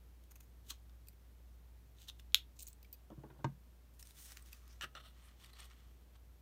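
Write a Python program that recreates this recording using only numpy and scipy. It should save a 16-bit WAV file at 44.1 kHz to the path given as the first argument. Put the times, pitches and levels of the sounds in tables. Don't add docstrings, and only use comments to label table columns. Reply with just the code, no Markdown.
import sys
import numpy as np
from scipy import signal
from scipy.fft import rfft, irfft
from scipy.io import wavfile
from scipy.ndimage import uniform_filter1d

SR = 44100
rng = np.random.default_rng(int(sys.argv[2]) if len(sys.argv) > 2 else 0)


def unload_audio(sound):
    columns = np.transpose(np.atleast_2d(sound))
    steps = np.round(np.clip(columns, -1, 1) * 32767)
    wavfile.write(sys.argv[1], SR, steps.astype(np.int16))


def ratio_of_db(decibels):
    return 10 ** (np.asarray(decibels, float) / 20)


N = 282758

# (greatest pressure t/s, level/dB, rise/s, fall/s, brightness/dB)
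OPENING_STROKES = [
    (.318, -60, 0.011, 0.0063, -1.1),
    (.361, -63, 0.0088, 0.012, -2),
    (.407, -62.5, 0.0046, 0.011, -0.28),
    (.436, -79, 0.027, .025, 0),
]
CUT_STROKES = [
    (.69, -64, 0.039, .02, 4),
    (.707, -39.5, 0.013, 0.0099, 1),
    (.718, -61, .01, 0.046, -4),
    (2.016, -63.5, .05, 0.093, 1),
    (2.076, -62, .006, 0.035, 0),
    (2.092, -66, 0.025, 0.018, -5),
    (2.2, -66.5, 0.022, .01, 5),
]
TURN_STROKES = [
    (2.569, -68.5, 0.016, .015, 0),
    (2.595, -55.5, 0.0079, 0.044, -1),
    (2.626, -69, .03, .03, 10),
    (2.645, -71, .03, .06, 2),
    (2.674, -74, 0.011, 0.033, 4),
    (2.7, -71, .021, .04, 4),
]
PEEL_STROKES = [(3.94, -79.5, .012, 0.045, 6), (3.996, -60.5, 0.006, 0.036, 4.5),
                (4.055, -70, .015, 0.21, 1.5), (4.106, -70, 0.12, .04, 2), (4.18, -63.5, 0.05, 0.13, 1),
                (4.22, -63.5, 0.076, 0.22, 6), (4.3, -64, 0.15, 0.15, -2.5), (4.372, -66, 0.048, 0.057, -6),
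                (4.465, -68, .03, 0.17, -0.5), (4.527, -66.5, 0.03, 0.12, -1.5), (4.63, -83, .03, .1, -8),
                (4.732, -72, 0.26, 0.13, -4.5)]
SLIDE_STROKES = [
    (4.822, -47.5, 0.0078, 0.03, 1.5),
    (4.842, -48, 0.021, 0.015, -3),
    (4.855, -70, .02, .02, -1),
]
PUSH_STROKES = [
    (4.953, -55, .003, 0.052, -2.5),
    (4.98, -60, 0.026, 0.02, -6),
    (5.012, -62.5, 0.061, .008, 0),
    (5.036, -66, 0.0035, 0.079, 0),
    (5.06, -63.5, 0.044, 0.04, 1),
    (5.088, -67.5, 0.08, 0.02, 4),
    (5.105, -79, .03, 0.027, 8),
]
SMOOTHING_STROKES = [(5.17, -74.5, 0.051, 0.17, 0), (5.277, -72, 0.22, 0.14, -0.5),
                     (5.405, -72, .04, .05, 3), (5.444, -63.5, 0.069, .025, 2.5),
                     (5.465, -67, 0.025, 0.02, 3), (5.495, -69, .05, .06, 0.5),
                     (5.533, -77, .006, 0.037, -1), (5.567, -67.5, 0.046, 0.018, -2),
                     (5.595, -61, 0.025, 0.092, 2), (5.625, -62.5, 0.072, 0.069, -1),
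                     (5.657, -66, .06, .015, 9), (5.71, -71, 0.03, 0.12, -2.5), (5.8, -76.5, .1, 0.39, 0),
                     (6.162, -73, 0.054, 0.0067, 0)]
STROKE_DB = 20
CUT_SPREAD_DB = 3.5

# (t/s, peak level/dB, ring f/Hz, brightness/dB, t60/s)
HINGE_TICKS = [
    (.3558, -56, 2500, -3, 0.013),
    (.4305, -67, 5000, -2, .008),
    (3.1015, -61, 3260, -11, 0.0064),
    (3.2355, -70, 900, -20, 0.013),
]
CUT_TICKS = [(.2374, -62.5, 3300, 10, 0.0095), (.3174, -71, 12800, 5, .0086), (.4075, -60, 6740, 5, .017),
             (.7049, -36, 3920, -1, 0.0082), (.7102, -50, 4180, 3, 0.0079), (.895, -59.5, 1200, -1, 0.0083),
             (1.9844, -58, 3790, -7, 0.006), (2.0824, -40, 3800, -1, 0.041),
             (2.0878, -43, 3650, -4.5, 0.023), (2.0974, -39, 3700, -6, 0.0037),
             (2.1959, -51.5, 5240, -8, 0.012), (3.4431, -43, 2240, -6.5, 0.02)]
TURN_TICKS = [
    (2.5935, -46, 8400, -2.5, 0.008),
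    (2.6244, -50, 8540, 6.5, 0.012),
    (2.6294, -48, 14400, 3.5, .008),
    (2.6678, -44, 6600, -1.5, 0.013),
    (2.6744, -48, 8200, 1, 0.013),
    (2.6814, -50, 15300, 4, 0.02),
    (2.7292, -55, 8000, 0.5, 0.0098),
]
CHARM_TICKS = [
    (1.07, -60, 14900, -1, 0.018),
    (1.0844, -49, 12070, 1.5, 0.0038),
    (1.1294, -68, 2240, 2, .014),
    (2.828, -55.5, 14800, 1, .0096),
    (2.8454, -62, 2360, -6.5, 0.024),
    (2.9272, -52.5, 14600, 9, 0.02),
    (2.9384, -55, 14100, 3, 0.032),
    (4.5286, -45, 11960, -3, 0.011),
]
PEEL_TICKS = [(3.9973, -57, 6600, 2, .006), (4.0263, -44, 5520, 0, 0.011), (4.0522, -58, 8700, 4, .005),
              (4.071, -48.5, 8600, 2, .0048), (4.1073, -51, 3350, -2, 0.0048), (4.1674, -57, 3340, 0, .006),
              (4.3193, -41, 8040, -4, 0.0035), (4.3709, -38, 2500, -6.5, 0.0045),
              (4.423, -59.5, 8300, 10.5, 0.013), (4.4598, -60, 5690, 3, .006),
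              (4.6783, -58.5, 5250, 5, 0.0033), (4.7277, -59, 5560, 2, .006)]
SLIDE_TICKS = [
    (4.8098, -38, 1290, -1.5, .009),
    (4.9506, -45, 1270, -1.5, .01),
]
PAGE_TICKS = [(5.4378, -54, 3180, 0, .008), (5.4438, -50, 1820, 2, 0.015), (5.4585, -57, 3570, 4.5, .009),
              (5.5312, -52, 4080, 0, 0.025), (5.554, -60, 1250, -2, .008), (5.569, -58, 1250, -4, .01),
              (5.5855, -60, 3300, 2, .008), (5.6014, -50, 9000, 9, 0.0095), (5.628, -58, 1250, -4, .01),
              (5.6434, -55, 1900, 3, 0.012), (5.7002, -59, 1810, -2.5, .01),
              (6.1536, -64.5, 1170, -10, .0092)]

# (f/Hz, width/Hz, level/dB)
HINGE = [(800, 1400, 3), (2180, 1600, 0), (4500, 2300, -6), (6600, 620, 8.5), (8760, 1400, -2),
         (13200, 1900, 3), (15300, 1500, -4)]
STEEL = [(1480, 1340, -7.5), (2785, 690, 2), (3710, 1000, 6.5), (6250, 1420, 3), (9000, 1800, -8.5),
         (12460, 3100, -13), (14600, 2300, -7)]
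PIVOT = [(2500, 690, 1), (4170, 940, -1.5), (6500, 1600, 3), (7670, 890, 2), (8730, 920, -6),
         (11480, 2000, -13), (14600, 1100, -1)]
CHARMS = [(2480, 190, -6), (3500, 6000, -14.5), (4630, 250, 5.5), (7400, 4100, -20), (9500, 500, -10),
          (12230, 760, 9), (12300, 250, 1), (13600, 1500, -10), (14400, 200, 14.5)]
STRIP = [(1300, 1220, 9.5), (3810, 3100, -1), (6150, 1500, 7), (9140, 2100, -6), (12000, 1400, -5.5),
         (14800, 1150, -1.5)]
BOOK = [(480, 370, -0.5), (1290, 130, 14), (1745, 290, 9.5), (2890, 360, 11), (3700, 500, 3),
        (4270, 500, 3), (5640, 1250, -2.5), (8200, 1500, -12), (14400, 5500, -18)]
SHEET = [(547, 290, 1.5), (1280, 170, 8.5), (1780, 480, -0.5), (2920, 350, 3.5), (3550, 450, 2.5),
         (4240, 350, 1), (5500, 650, -6), (8200, 2000, -14.5), (14400, 5500, -21)]
PAGE = [(706, 630, -5), (1240, 260, 5), (1880, 470, 1), (3200, 870, 1.5), (4270, 430, -1),
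        (5330, 1650, -5.5), (8530, 1600, -9), (13200, 2600, -12)]

# (t/s, level/dB)
SNAPS = [
    (2.3223, -52.5),
    (2.3345, -59.5),
    (2.3464, -22),
    (2.3456, -4),
]
# (f/Hz, level/dB, t60/s)
BLADE_MODES = [(564, -8, 0.008), (990, -15, 0.012), (1550, -15, 0.009), (2950, -17, .006),
               (3370, 1, 0.0088), (3720, 4.5, 0.0049), (4150, -11.5, 0.009), (5240, -8.5, 0.005),
               (5800, -17, 0.0061), (6650, -6, 0.0048), (8000, -15.5, 0.0031), (9800, -6, 0.0012),
               (11580, -3.5, 0.0021), (13500, -14.5, 0.0028)]

# (middle t/s, length/s, level/dB, start f/Hz, end f/Hz)
SWISHES = [
    (4.25, 0.18, -69, 9200, 8000),
    (4.26, .1, -76, 2700, 2850),
    (4.27, 0.22, -70, 5400, 5680),
    (4.42, .1, -78, 1200, 1220),
    (4.62, .3, -77, 1200, 1250),
    (4.715, 0.1, -72.5, 4800, 6300),
    (5.26, 0.13, -74, 8750, 9800),
    (5.265, .07, -77, 11300, 11900),
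    (5.555, .07, -72, 4100, 4300),
]
SWISH_WIDTH = .17

# (t/s, level/dB, length of push/s)
DROPS = [
    (3.4438, -30, 0.00046),
    (3.4462, -38, 0.00052),
    (3.4477, -37, .001),
    (3.4519, -37.5, 0.0015),
    (3.473, -42, 0.0035),
]
# (f/Hz, level/dB, t60/s)
PANEL_MODES = [(225, 1, 0.085), (323, -4, 0.13), (385, -16.5, 0.097), (484, -9.5, 0.042), (587, 1, 0.06),
               (704, -5.5, 0.043), (811, -6, 0.095), (920, 3, 0.079), (990, -10, 0.054), (1230, -3, 0.054),
               (1432, -9, 0.086), (1590, -2, 0.062), (1830, -9, 0.09), (2130, -8, 0.046)]

# (t/s, peak level/dB, hardness/dB, boom of whole top/dB, contact/s)
KNOCKS = [(0.71, -42.5, 23, -31, 0.0065), (3.102, -40.5, -6, -5, 0.021), (3.178, -43, -24, 4.5, 0.025),
          (3.235, -38.5, -6, -7, 0.066), (3.3003, -46, 11, 1, 0.018), (3.387, -47.5, 2, 3, 0.06),
          (3.407, -49, 4, -10, 0.021), (3.4437, -24, 10, 2.5, 0.014), (4.318, -52.5, 4, -24, 0.021),
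          (4.83, -48, -10.5, -2.5, 0.12), (4.952, -50, -2, -22, 0.018)]
# (t/s, level/dB)
DRAG = [
    (3.11, -40),
    (3.156, -68),
    (3.188, -61.5),
    (3.378, -57),
    (3.39, -52),
    (3.428, -68),
    (3.435, -46),
]
# (f/Hz, level/dB, t60/s)
TOP_MODES = [(138.2, 7, 0.23), (175, -12, 0.41), (318.7, 8, 0.13)]
# (f/Hz, level/dB)
WOOD = [(170, -0.5), (380, 5), (700, -2), (1050, -2.5), (1600, -7.5), (2200, -26), (3000, -19), (4800, -36)]
# (t60/s, t60/s)
WOOD_T60 = (.09, .04)

# (delay t/s, level/dB)
ECHOES = [
    (.0027, -27),
    (.0055, -29),
    (.0095, -19.5),
]
# (f/Hz, t60/s)
ROOM = [(200, .12), (1000, .17), (3500, .155), (6800, .13), (10000, .13), (15000, .13)]
ROOM_DB = -14

HUM_HZ, HUM_DB, HUM_WAVER_DB = 59.1, -59.5, -1.8
# (t/s, level/dB)
MOTOR = [
    (0, -92),
    (.5, -73.5),
    (2, -74),
    (2.6, -91),
    (6.41, -80),
]
MOTOR_HZ = 105.6
# (f/Hz, level per Hz/dB)
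AIR = [(20, -42.5), (42, -29.5), (80, -16), (118, -20.5), (160, -23), (400, -31), (1300, -40), (2500, -43),
       (4900, -45.5), (8000, -48.5), (10500, -48), (13000, -46), (15200, -46.5), (16500, -58.5)]
AIR_DB = -69
# (f/Hz, width/Hz, level/dB)
PORT = [(4830, 440, -1.5), (10500, 280, -3), (13300, 330, 3.5)]
TOP_HZ, EDGE_HZ = 15850, 16700


def scrape(strokes, body, low_db, high_db, slips_per_s, spread_db, smooth):
    sizes = ratio_of_db(spread_db * np.minimum(rng.exponential(1, N), 3)) * rng.standard_normal(N)
    slips = sizes * (rng.random(N) < slips_per_s / SR)
    drive = evened(slips) + smooth * rng.standard_normal(N)
    drive = drive * ratio_of_db(1.3 * slow(32.0))
    power = np.zeros((3, N))
    for s, db, rise, fall, bright_db in strokes:
        rise, fall = max(rise, .002), max(fall, .002)
        at = np.arange(round((s - 2 * rise) * SR), min(round((s + 2 * fall) * SR), N))
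        away = np.maximum((s - at / SR) / rise, (at / SR - s) / fall)
        tilt_db = np.array([[low_db - bright_db], [0], [high_db + bright_db]])
        power[:, at] += ratio_of_db(db - STROKE_DB * away + tilt_db) ** 2
    busy, out = np.flatnonzero(power[1]), np.zeros(N)
    span = slice(busy[0], busy[-1])
    parts = thirds(through(body, drive[span]))
    out[span] = (np.sqrt(power[:, span]) * parts).sum(axis=0)
    return out


def ticks(rows, body, low_db, high_db):
    out, t = np.zeros(N), np.arange(3000) / SR
    noises = rng.standard_normal((len(rows), len(t)))
    for (s, db, hz, bright_db, t60), noise in zip(rows, noises):
        decay = ratio_of_db(-60 * (t / np.clip(t60, .002, .08)) ** 1.5)
        burst = noise * decay * np.minimum(t / .0004, 1)
        low, mid, high = thirds(through(body, burst) + 7.1 * resonate(burst, hz, 213.0))
        tick = ratio_of_db(low_db - bright_db) * low + mid + ratio_of_db(high_db + bright_db) * high
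        add(out, s, ratio_of_db(db) * tick / abs(mid).max())
    return out


def snaps():
    out = np.zeros(N)
    blow = without_bass(ring(BLADE_MODES, .03), 2, 2600)
    for s, db in SNAPS:
        add(out, s, ratio_of_db(db) * blow / abs(blow).max())
    return out


def swishes():
    out = np.zeros(N)
    noises = rng.standard_normal((len(SWISHES), SR // 2))
    for (s, length, db, from_hz, to_hz), noise in zip(SWISHES, noises):
        count = min(round(length * SR), SR // 2)
        turns = np.cumsum(np.linspace(from_hz, to_hz, count)) / SR
        hiss = signal.lfilter(*signal.butter(2, SWISH_WIDTH * to_hz / SR), noise[:count])
        whistle = evened(hiss * np.cos(2 * np.pi * turns))
        add(out, s - length / 2, ratio_of_db(db) * whistle * np.hanning(count))
    return out


def landing():
    out = np.zeros(N)
    shares = rng.standard_normal((len(DROPS), len(PANEL_MODES)))
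    for (s, db, length), share in zip(DROPS, shares):
        modes = 0
        for w, (hz, mode_db, t60) in zip(share, PANEL_MODES):
            modes = modes + np.sign(w) * ring([(hz, mode_db + 2 * abs(w), np.clip(t60, .02, .15))], .2)
        u = np.arange(200) / SR / max(length, .0003)
        hit = signal.fftconvolve(modes, np.sin(np.pi * np.minimum(u, 1)) ** 2)
        add(out, s, ratio_of_db(db) * hit / abs(hit).max())
    return without_bass(out, 3, 150)


def desk():
    out, t = np.zeros(N), np.arange(3000) / SR
    chances = rng.random((len(KNOCKS) + 1, 2, 90))
    noises = rng.standard_normal((len(KNOCKS), len(t)))
    top = ring(TOP_MODES, .25)
    boom = signal.fftconvolve(top, np.hanning(220))
    for (s, db, hard_db, boom_db, contact), noise, chance in zip(KNOCKS, noises, chances):
        push = ratio_of_db(-60 * t / max(contact, .001))
        small = signal.fftconvolve(wood(hard_db, chance), push * noise)
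        add(out, s, ratio_of_db(db - 6) * small / abs(small).max())
        add(out, s, ratio_of_db(db - 6 + boom_db) * boom / abs(boom).max())
    s, db = np.transpose(DRAG)
    at = np.arange(s[0], s[-1], 1 / SR)
    noise = rng.standard_normal(len(at))
    rub = evened(signal.fftconvolve(noise, wood(1.4, chances[-1]), "same"))
    rub = rub + 1.5 * evened(signal.fftconvolve(noise, top, "same"))
    add(out, s[0], ratio_of_db(np.interp(at, s, db) - 11.5) * rub * signal.windows.tukey(len(at), .1))
    return without_bass(out, 3, 105)


def wood(hard_db, chance):
    place = (np.arange(len(chance[0])) + chance[0]) / len(chance[0])
    sign = np.sign(chance[1] - .5)
    hz = WOOD[0][0] + (WOOD[-1][0] - WOOD[0][0]) * place ** 1.5
    octaves = np.log2(hz / WOOD[0][0])
    t60 = np.interp(octaves, [0, octaves[-1]], WOOD_T60)
    t = np.arange(SR // 8)[:, None] / SR
    db = read(WOOD, hz) + octaves * hard_db / 4 - 60 * t / t60
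    return (sign * ratio_of_db(db) * np.sin(2 * np.pi * hz * t)).sum(1)


def room(x):
    taps, at = np.zeros(SR // 2), np.arange(60, SR // 2 - 20, 20)
    taps[at + rng.integers(0, 20, len(at))] = rng.choice([-1., 1.], len(at))
    hz, t, z = signal.stft(taps, SR, nperseg=256)
    tail = signal.istft(z * ratio_of_db(-60 * t / read(ROOM, hz)[:, None]), SR, nperseg=256)[1]
    tail = ratio_of_db(ROOM_DB) * tail / np.linalg.norm(tail)
    tail[0] += 1
    for s, db in ECHOES:
        tail[round(s * SR)] += ratio_of_db(db)
    return signal.fftconvolve(x, tail)[:N]


def background():
    t = np.arange(N) / SR
    hum = np.sqrt(2) * ratio_of_db(HUM_DB + HUM_WAVER_DB * slow(1.7)) * np.sin(2 * np.pi * HUM_HZ * t)
    motor_line = evened(resonate(rng.standard_normal(N), MOTOR_HZ, 1.6))
    motor = ratio_of_db(np.interp(t, *np.transpose(MOTOR))) * motor_line
    f = np.fft.rfftfreq(N, 1 / SR)
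    port_db = sum(db * np.exp(-((f - hz) / width) ** 2) for hz, width, db in PORT)
    hiss = irfft(rfft(rng.standard_normal(N)) * ratio_of_db(read(AIR, f) + port_db), N)
    return hum + motor + ratio_of_db(AIR_DB + 0.19 * slow(5.2)) * evened(hiss)


def evened(x):
    return x / np.sqrt(np.mean(x ** 2) + 1e-20)


def read(points, hz):
    f, value = np.transpose(points)
    return np.interp(np.log(hz + 1), np.log(f + 1), value)


def add(mix, s, sound):
    part = mix[round(s * SR):][:len(sound)]
    part += sound[:len(part)]


def without_bass(x, order, hz):
    return signal.sosfilt(signal.butter(order, hz, "high", fs=SR, output="sos"), x)


def resonate(x, hz, width):
    r = np.exp(-np.pi * width / SR)
    return signal.lfilter([1 - r, 0, r - 1], [1, -2 * r * np.cos(2 * np.pi * hz / SR), r * r], x)


def through(body, x):
    out = 0
    for k, (hz, width, db) in enumerate(body):
        once = resonate(x, hz, 1.5 * width)
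        out = out + (-1) ** k * ratio_of_db(db) * resonate(once, hz, 1.5 * width)
    return out


def thirds(x):
    edges = [(500, 3000), (3000, 8000), (8000, 17000)]
    return [evened(signal.sosfilt(signal.butter(3, e, "band", fs=SR, output="sos"), x)) for e in edges]


def ring(modes, seconds):
    t = np.arange(round(seconds * SR)) / SR
    return sum(ratio_of_db(db - 60 * t / t60) * np.sin(2 * np.pi * hz * t) for hz, db, t60 in modes)


def slow(top_hz):
    noise = uniform_filter1d(rng.standard_normal(N), size=400)
    return evened(signal.lfilter([1], [1, -np.exp(-2 * np.pi * top_hz / SR)], noise))


def scene():
    steel = scrape(CUT_STROKES, STEEL, low_db=-6.5, high_db=-4.5,
                   slips_per_s=2300, spread_db=CUT_SPREAD_DB, smooth=0.67)
    steel += ticks(CUT_TICKS, STEEL, low_db=-5.5, high_db=-8.5)
    hinge = scrape(OPENING_STROKES, HINGE, low_db=-6.0, high_db=3.5,
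                   slips_per_s=2000, spread_db=-11.0, smooth=0.53)
    pivot = scrape(TURN_STROKES, PIVOT, low_db=-27, high_db=-2.0, slips_per_s=700, spread_db=5.5, smooth=0.76)
    pivot += ticks(TURN_TICKS, PIVOT, low_db=-18, high_db=4.0)
    strip = scrape(PEEL_STROKES, STRIP, low_db=-7, high_db=-0.6, slips_per_s=2800, spread_db=0.5, smooth=1.0)
    strip += ticks(PEEL_TICKS, STRIP, low_db=-11.5, high_db=-1.0)
    book = scrape(SLIDE_STROKES, BOOK, low_db=3.0, high_db=-9, slips_per_s=2200, spread_db=3.5, smooth=1.0)
    book += scrape(PUSH_STROKES, SHEET, low_db=0.5, high_db=-11, slips_per_s=3000, spread_db=1.0, smooth=0.83)
    book += ticks(SLIDE_TICKS, BOOK, low_db=-1.0, high_db=-18)
    page = scrape(SMOOTHING_STROKES, PAGE, low_db=0.0, high_db=-9.5,
                  slips_per_s=1500, spread_db=2.0, smooth=1.0)
    page += ticks(PAGE_TICKS, PAGE, low_db=-9, high_db=-8)
    charms = ticks(CHARM_TICKS, CHARMS, low_db=-5, high_db=3.0)
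    handles = ticks(HINGE_TICKS, HINGE, low_db=-9.0, high_db=6)
    scissors = steel + snaps() + hinge + pivot + handles
    paper = strip + book + page + swishes()
    return (room(scissors + paper + charms + landing() + desk()) + background())[None]


def roll_off(x):
    return signal.sosfilt(signal.butter(12, 16810, fs=SR, output="sos"), x)


def record(dry):
    body, whole = (signal.oaconvolve(dry, signal.firwin(401, hz, window=("kaiser", 9), fs=SR)[None], "same")
                   for hz in (TOP_HZ, EDGE_HZ))
    power = np.diff(dry, prepend=0) ** 2
    attack = uniform_filter1d(power, size=128) > 3.5 * uniform_filter1d(power, size=2048)
    opened = uniform_filter1d(attack * 1., size=128)
    mix = body + ratio_of_db(-14.5) * (whole - body) * opened
    return roll_off(mix)


dry = scene()
out = record(dry)
unload_audio(out)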